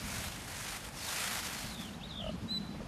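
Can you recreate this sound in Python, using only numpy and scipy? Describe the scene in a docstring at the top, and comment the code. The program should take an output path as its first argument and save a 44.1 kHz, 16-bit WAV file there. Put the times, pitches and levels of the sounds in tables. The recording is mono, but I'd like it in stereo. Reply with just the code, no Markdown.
"""A peacock shivers its fanned train from the start: random ticks of barbs and quills swell in bursts, then die off.
Low drone noise, wind rumble on the microphone and open-air hiss lie below; drone and wind come and go.
Songbirds on the left join in: gliding sine tones fall, hold and rise, and two warbled ones trill downward.
Soft thumps and dull taps, both short fading tones, come between; a nearby bird clucks in five tone pulses.
A louder, closer peep follows, and the last taps end the scene."""
import sys
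import numpy as np
from scipy import signal
from scipy.io import wavfile
from scipy.ndimage import uniform_filter1d

SR = 44100
rng = np.random.default_rng(int(sys.argv[2]) if len(sys.argv) > 2 else 0)


def unload_wav(signal):
    """Save mono or channel-first audio to the path in sys.argv[1] as 16-bit WAV at rate SR, clipped to [-1, 1]."""
    wavfile.write(
        sys.argv[1],
        SR,
        np.round(np.clip(np.atleast_2d(signal).T, -1, 1) * 32767).astype(np.int16),
    )


def decibels_to_gain(level_db):
    """Convert a level in decibels to a linear amplitude gain (20 dB per decade)."""
    exponent = np.asarray(level_db, float) / 20
    return 10 ** exponent


N = 126567
T = np.arange(N) / SR   # time of each sample, in seconds

# How hard the train shakes. Each row: time in seconds, level in dB before the feathers' own boost.
SHAKE_VIGOUR = [(0.0, -50.5), (0.184, -45.5), (0.2, -47.5), (0.258, -45), (0.296, -51.5), (0.47, -54),
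                (0.48, -50.5), (0.766, -47), (0.788, -54), (0.83, -55.5), (0.846, -52), (0.888, -53),
                (0.904, -61), (0.978, -51), (1.1, -43.5), (1.242, -42), (1.402, -43.5), (1.418, -47),
                (1.46, -44), (1.518, -49), (1.528, -45), (1.566, -48), (1.618, -48), (1.746, -53.5),
                (1.762, -60), (1.814, -52.5), (1.9, -61), (1.95, -65), (2.05, -95)]
# Tone colour of the feather ticks. Each row: pitch in Hz, relative strength in dB per Hz.
FEATHER_SPECTRUM = [(240, -26), (400, -15.5), (760, -2), (964, -4.5), (1630, 0), (3280, -4), (4100, -4.5),
                    (4980, -4.5), (11300, -7), (13100, -16), (14100, -21)]
# How alike the feathers sound left and right. Each row: pitch in Hz, likeness from 0 to 1.
FEATHER_LIKENESS = [(60, 0.57), (230, 0.96), (910, 1), (3520, 0.76), (13700, 0.61)]

# Far whistles, named by their glide. Each row: time in seconds, pitch in Hz, level in dB.
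FALLING_WHISTLE = [(.968, 5720, -62), (.985, 5210, -54), (1.01, 5000, -56), (1.032, 4300, -52),
                   (1.045, 4500, -55), (1.062, 4450, -50), (1.085, 3630, -52), (1.11, 3000, -55),
                   (1.125, 2850, -63.5)]
HELD_WHISTLE = [(1.545, 4250, -63.5), (1.57, 4230, -56), (1.596, 4260, -55), (1.607, 4260, -69),
                (1.622, 4260, -49), (1.64, 4270, -58), (1.665, 4300, -58), (1.685, 4300, -62)]
RISING_WHISTLE = [(1.93, 3120, -65), (1.946, 3810, -52), (1.95, 4140, -60), (1.962, 3841, -66)]
LONG_RISING_WHISTLE = [(2.008, 2590, -62), (2.017, 2650, -56.5), (2.03, 3270, -55), (2.042, 3770, -46.5),
                       (2.051, 4020, -56), (2.058, 3770, -53), (2.064, 3600, -62)]
SHORT_RISING_WHISTLE = [(2.062, 2900, -68), (2.075, 3250, -59), (2.085, 3380, -66)]
FAINT_WHISTLE = [(2.278, 5600, -70), (2.287, 5000, -65), (2.295, 4050, -67), (2.31, 4050, -64),
                 (2.335, 4200, -66), (2.345, 4200, -75), (2.36, 4150, -63), (2.372, 4100, -72)]
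# The near, louder whistle. Each row: time in seconds, pitch in Hz, level in dB.
NEAR_PEEP = [(2.475, 3880, -67), (2.487, 3851, -53), (2.511, 3993, -40), (2.527, 4064, -36),
             (2.567, 3968, -38), (2.581, 3975, -38), (2.591, 3900, -60), (2.597, 4096, -67)]
# Overtones of the peep, from the second harmonic up: level in dB against the main tone.
PEEP_OVERTONES = [-21, -25.5]
# Falling trills. Each row: time in seconds, centre pitch in Hz, level in dB before the throb.
SOFT_TRILL = [(1.69, 4450, -57), (1.703, 4250, -52), (1.72, 3980, -50), (1.75, 3650, -48),
              (1.79, 3470, -47), (1.835, 3380, -46.5), (1.875, 2970, -49), (1.895, 2800, -48)]
LOUD_TRILL = [(2.07, 4400, -60), (2.078, 4270, -56.5), (2.11, 3750, -47), (2.145, 3335, -48),
              (2.16, 3453, -43.5), (2.192, 3410, -42), (2.222, 2937, -44.5), (2.257, 2944, -49.5),
              (2.275, 2770, -48.5), (2.293, 2810, -51), (2.305, 2650, -54)]

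# Clucks of the nearby bird. Each row: start in seconds, peak level in dB, pitch in Hz.
CLUCK_PULSES = [(2.197, -45, 644), (2.218, -42.5, 685), (2.241, -35.5, 628), (2.263, -33.5, 632),
                (2.291, -33, 618)]
# Soft low thumps. Each row: start in seconds, peak level in dB, pitch in Hz.
THUMP_PULSES = [(1.643, -40.5, 76), (2.274, -34, 70.0), (2.419, -37, 101)]
# Dull taps on the ground. Each row: start in seconds, peak level in dB, pitch in Hz.
TAP_PULSES = [(1.646, -41.5, 610), (2.746, -39.5, 567), (2.803, -41, 608), (2.815, -39, 500)]

# Strength of the low drone. Each row: time in seconds, level in dB.
DRONE_LEVEL = [(0.0, -46), (0.03, -46), (0.62, -70.5), (1.62, -50), (1.65, -50), (1.74, -50.5), (1.79, -45),
               (1.86, -47), (2.26, -51), (2.36, -39.5), (2.38, -59.5), (2.43, -41), (2.68, -44),
               (2.69, -38), (2.85, -44.5), (2.87, -42)]
# Strength of the wind on the microphone ports. 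Each row: time in seconds, level in dB.
WIND_GUSTS = [(0.0, -44.5), (0.07, -42.5), (0.45, -54.5), (0.49, -56), (0.52, -52.5), (1.62, -76),
              (1.65, -39.5), (1.7, -54), (2.02, -56.5), (2.3, -46), (2.39, -51.5), (2.42, -45),
              (2.49, -54.5), (2.73, -60), (2.75, -50), (2.87, -60)]
# Tone colour of the open air. Each row: pitch in Hz, relative strength in dB per Hz.
AIR_SPECTRUM = [(40, -2.5), (83, -3.5), (223, -7), (408, -14.5), (620, -13), (1200, -18), (2200, -22),
                (3500, -24), (5500, -28), (9000, -33), (13000, -36.5)]
# How alike the air sounds left and right. Each row: pitch in Hz, likeness from 0 to 1.
AIR_LIKENESS = [(60, 0.76), (250, 1), (900, 0.88), (3500, 0.17), (12000, 0.14)]
# Which side the air leans to. Each row: pitch in Hz, left minus right in dB.
AIR_BALANCE = [(60, 1.5), (250, -1.3), (900, 5.5), (3500, 8.5), (12000, 0.5)]


def rms_one(x):
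    """Scales a sound to an average strength (rms) of 1."""
    return x / np.sqrt(np.mean(x ** 2) + 1e-20)


def in_time(rows):
    """Draws straight lines between the rows: one curve over time for each column."""
    s, *columns = np.transpose(rows)
    return [np.interp(T, s, c) for c in columns]


def at_hz(points, hz):
    """Reads a table at one pitch, on a scale of octaves."""
    table_hz, values = np.transpose(points)
    return np.interp(np.log(hz), np.log(table_hz), values)


def drift(rate_hz):
    """Slow random wandering with a spread of 1: smoothed noise, one value every 40 samples."""
    r = np.exp(-2 * np.pi * rate_hz * 40 / SR)
    noise = rng.standard_normal(N // 40 + 2002)
    slow = signal.lfilter([1], [1, -2 * r, r * r], noise)[2000:]   # drop the filter's start
    return np.interp(np.arange(N) / 40, np.arange(len(slow)), rms_one(slow))


def band(x, low_hz, high_hz):
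    """Keeps only what lies between two pitches."""
    return signal.sosfilt(signal.butter(2, [low_hz, high_hz], "band", fs=SR, output="sos"), x)


def cut_above(x, hz):
    """Steeply removes all above a pitch."""
    return signal.sosfilt(signal.ellip(10, .5, 70, hz, fs=SR, output="sos"), x)


def pan(x, db):
    """Makes the left ear louder than the right by db."""
    return x * decibels_to_gain(np.array([[db / 2], [-db / 2]]))


def spread(mid, side, alike):
    """Mixes a shared and an opposed noise into two ears of a given likeness."""
    alike = np.clip(alike, 0, 1)
    shared = np.sqrt(1 + alike) * mid
    opposed = np.sqrt(1 - alike) * side * [[1], [-1]]
    return (shared + opposed) / np.sqrt(2)


def coloured(white, spectrum, alike, balance, patchy_db, from_hz, tilt_db=0.):
    """Half-octave bands with own level, flicker, likeness and balance; spread 1 from from_hz to 11900 Hz."""
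    out = 0
    edges = np.minimum(40 * 2 ** np.arange(0, 9.1, .5), 18000)
    for k, (low, high) in enumerate(zip(edges, edges[1:])):
        hz = np.sqrt(low * high)
        mid, side = band(white[k % 2], low, high)   # neighbouring bands use different noise
        level_db = at_hz(spectrum, min(hz, 13000)) + patchy_db * drift(14)
        gain = decibels_to_gain(level_db + tilt_db * np.log2(hz / 7000))
        out = out + gain * pan(spread(mid, side, at_hz(alike, hz)), at_hz(balance, hz))
    return out / np.std(band(out, from_hz, 11900))


def pulses(rows, rise_s, fall_s, octave_db):
    """Short tones, each with its octave above, that swell and die away."""
    out = np.zeros(N)
    for s, db, hz in rows:
        t = np.maximum(T - s, 0)
        shape = (1 - np.exp(-t / rise_s)) ** 2 * np.exp(-t / fall_s)
        tone = np.sin(2 * np.pi * hz * t) + decibels_to_gain(octave_db) * np.sin(4 * np.pi * hz * t)
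        out += decibels_to_gain(db) * shape / shape.max() * tone
    return out


def scatter(x, start_s, t60_s):
    """A cloud of fading echoes, a different one in each ear, of the same energy as the sound."""
    after = T[:SR // 2] - start_s
    cloud = rng.standard_normal((2, SR // 2)) * decibels_to_gain(-60 * after / t60_s) * (after > 0)
    cloud = cloud / np.sqrt(np.sum(cloud ** 2, axis=1, keepdims=True))
    return signal.fftconvolve(x, cloud, axes=1)[:, :N]


def feathers():
    """The train swings to and fro; ticks of uneven size are biggest at the turns of each swing."""
    shiver_hz, wander = 25.55, 0.032   # wander is a share of the shiver rate
    swing_depth, half_swing_depth = 0.069, 0.12
    ticks_per_s, tick_spread_db = 9000, 2.5   # ticks in each of four noise streams
    boost_db, pan_db = 2, 1.2
    brighter_db_per_octave = 0.0077   # for each dB of vigour
    turn = 2 * np.pi * np.cumsum(shiver_hz * (1 + wander * drift(1.93))) / SR
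    bunching = 1 + swing_depth * np.cos(turn) + half_swing_depth * np.cos(2 * turn)
    shape = (2, 2, N)
    sizes = decibels_to_gain(tick_spread_db * np.minimum(rng.exponential(1, shape), 5))
    signs = rng.choice([-1, 1], shape)
    happens = rng.random(shape) < ticks_per_s / SR
    ticks = sizes * signs * happens * bunching
    vigour_db, = in_time(SHAKE_VIGOUR)
    below_peak_db = np.maximum(vigour_db, -65) - vigour_db.max()
    balance = [(100, pan_db), (10000, pan_db)]
    rustle = coloured(ticks, FEATHER_SPECTRUM, FEATHER_LIKENESS, balance, patchy_db=1.0, from_hz=4660,
                      tilt_db=brighter_db_per_octave * below_peak_db)
    return decibels_to_gain(vigour_db + boost_db) * rustle


def whistle(rows, flutter_db, swing_hz=0., top_s=0., throb=0., overtones_db=()):
    """A near sine along a pitch and level curve; a trill also swings in pitch and throbs in level."""
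    trill_hz = 61.6   # warbles a second
    hz, db = in_time(rows)
    warble = np.cos(2 * np.pi * trill_hz * (T - top_s))   # highest at top_s
    phase = 2 * np.pi * np.cumsum(uniform_filter1d(hz, size=300) + swing_hz * warble) / SR
    edges = np.clip(np.minimum(T - rows[0][0], rows[-1][0] - T) / 0.002, 0, 1)   # 2 ms fades
    overtones = sum(decibels_to_gain(o) * np.sin((k + 2) * phase) for k, o in enumerate(overtones_db))
    tone = np.sin(phase) + overtones
    level = np.sqrt(2) * decibels_to_gain(db + flutter_db * drift(46))
    return level * edges * (1 - throb * (1 - warble) / 2) * tone


def songbirds():
    """Whistles and trills from the left; the air makes them flutter, ground, bushes and trees echo them."""
    far_flutter_db, near_flutter_db = 2.5, 1.8
    throb = .7   # share of a trill's level lost at its low turn
    far_pan_db, near_pan_db, left_lag_s = 12.5, 12, 5e-5
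    whistles = (FALLING_WHISTLE, HELD_WHISTLE, RISING_WHISTLE, LONG_RISING_WHISTLE,
                SHORT_RISING_WHISTLE, FAINT_WHISTLE)
    far = sum(whistle(rows, far_flutter_db, overtones_db=[-20]) for rows in whistles)
    far = far + whistle(SOFT_TRILL, far_flutter_db, swing_hz=145, top_s=1.70, throb=throb)
    far = far + whistle(LOUD_TRILL, far_flutter_db, swing_hz=200, top_s=1.9, throb=throb)
    near = whistle(NEAR_PEEP, near_flutter_db, overtones_db=PEEP_OVERTONES)
    # ground and bushes blur the far song
    panned = pan(far, far_pan_db)
    blur = decibels_to_gain(-10) * scatter(panned, start_s=0.0043, t60_s=.18)
    left, right = panned + blur + pan(near, near_pan_db)
    direct = np.array([np.interp(T - left_lag_s, T, left), right])
    # trees throw the song back, a little more to the right
    echo = scatter(band(far + near, 2000, 5500)[None], start_s=.075, t60_s=.5)
    return direct + decibels_to_gain(-14) * pan(echo, -3.5)


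def clucks():
    """A bird nearby: quick tone pulses in the middle."""
    return pulses(CLUCK_PULSES, rise_s=0.0013, fall_s=0.0068, octave_db=-13)


def thumps():
    """Soft low tones that die within a few hundredths of a second."""
    return pulses(THUMP_PULSES, rise_s=0.0032, fall_s=.015, octave_db=-30)


def taps():
    """Dull taps on the ground: very short tones with a clear octave."""
    return pulses(TAP_PULSES, rise_s=.001, fall_s=0.0036, octave_db=-9.5)


def drone():
    """Far, lumpy noise in one low resonance, in the middle."""
    centre_hz, width_hz, lumpy_db = 202.6, 74, 0.5
    hum = band(rng.standard_normal(N), centre_hz - width_hz / 2, centre_hz + width_hz / 2)
    level_db, = in_time(DRONE_LEVEL)
    return decibels_to_gain(level_db) * rms_one(hum * decibels_to_gain(lumpy_db * drift(7.6)))


def wind():
    """Lumpy low rumble of wind on the microphone, partly its own in each port, stronger on the right."""
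    low_hz, high_hz, lumpy_db = 39.4, 140, 3
    likeness, pan_db = 0.28, -9
    rumble = band(rng.standard_normal((2, N)), low_hz, high_hz)
    mid, side = rumble * decibels_to_gain(lumpy_db * drift(20))
    level_db, = in_time(WIND_GUSTS)
    return decibels_to_gain(level_db) * pan(rms_one(spread(mid, side, likeness)), pan_db)


def air():
    """Open-air hiss and far rumble: coloured noise at an even level with a slight flicker, cut at the top."""
    level_db, top_hz = -50.5, 12900
    white = rng.standard_normal((2, 2, N))
    hiss = coloured(white, AIR_SPECTRUM, AIR_LIKENESS, AIR_BALANCE, patchy_db=1.08, from_hz=396)
    return cut_above(decibels_to_gain(level_db) * hiss, top_hz)


def scene():
    """Adds all the sources together."""
    main = feathers() + songbirds()
    knocks = clucks() + thumps() + taps()
    background = drone() + wind() + air()
    return main + knocks + background


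def low_pass(x):
    """Removes everything above the highest recorded frequency."""
    return signal.sosfilt(signal.butter(12, 14290, fs=SR, output="sos"), x)


def record(dry):
    """Cuts the top of the whole scene."""
    mix = cut_above(dry, 13750)   # Hz
    return low_pass(mix)


dry = scene()
out = record(dry)
unload_wav(out)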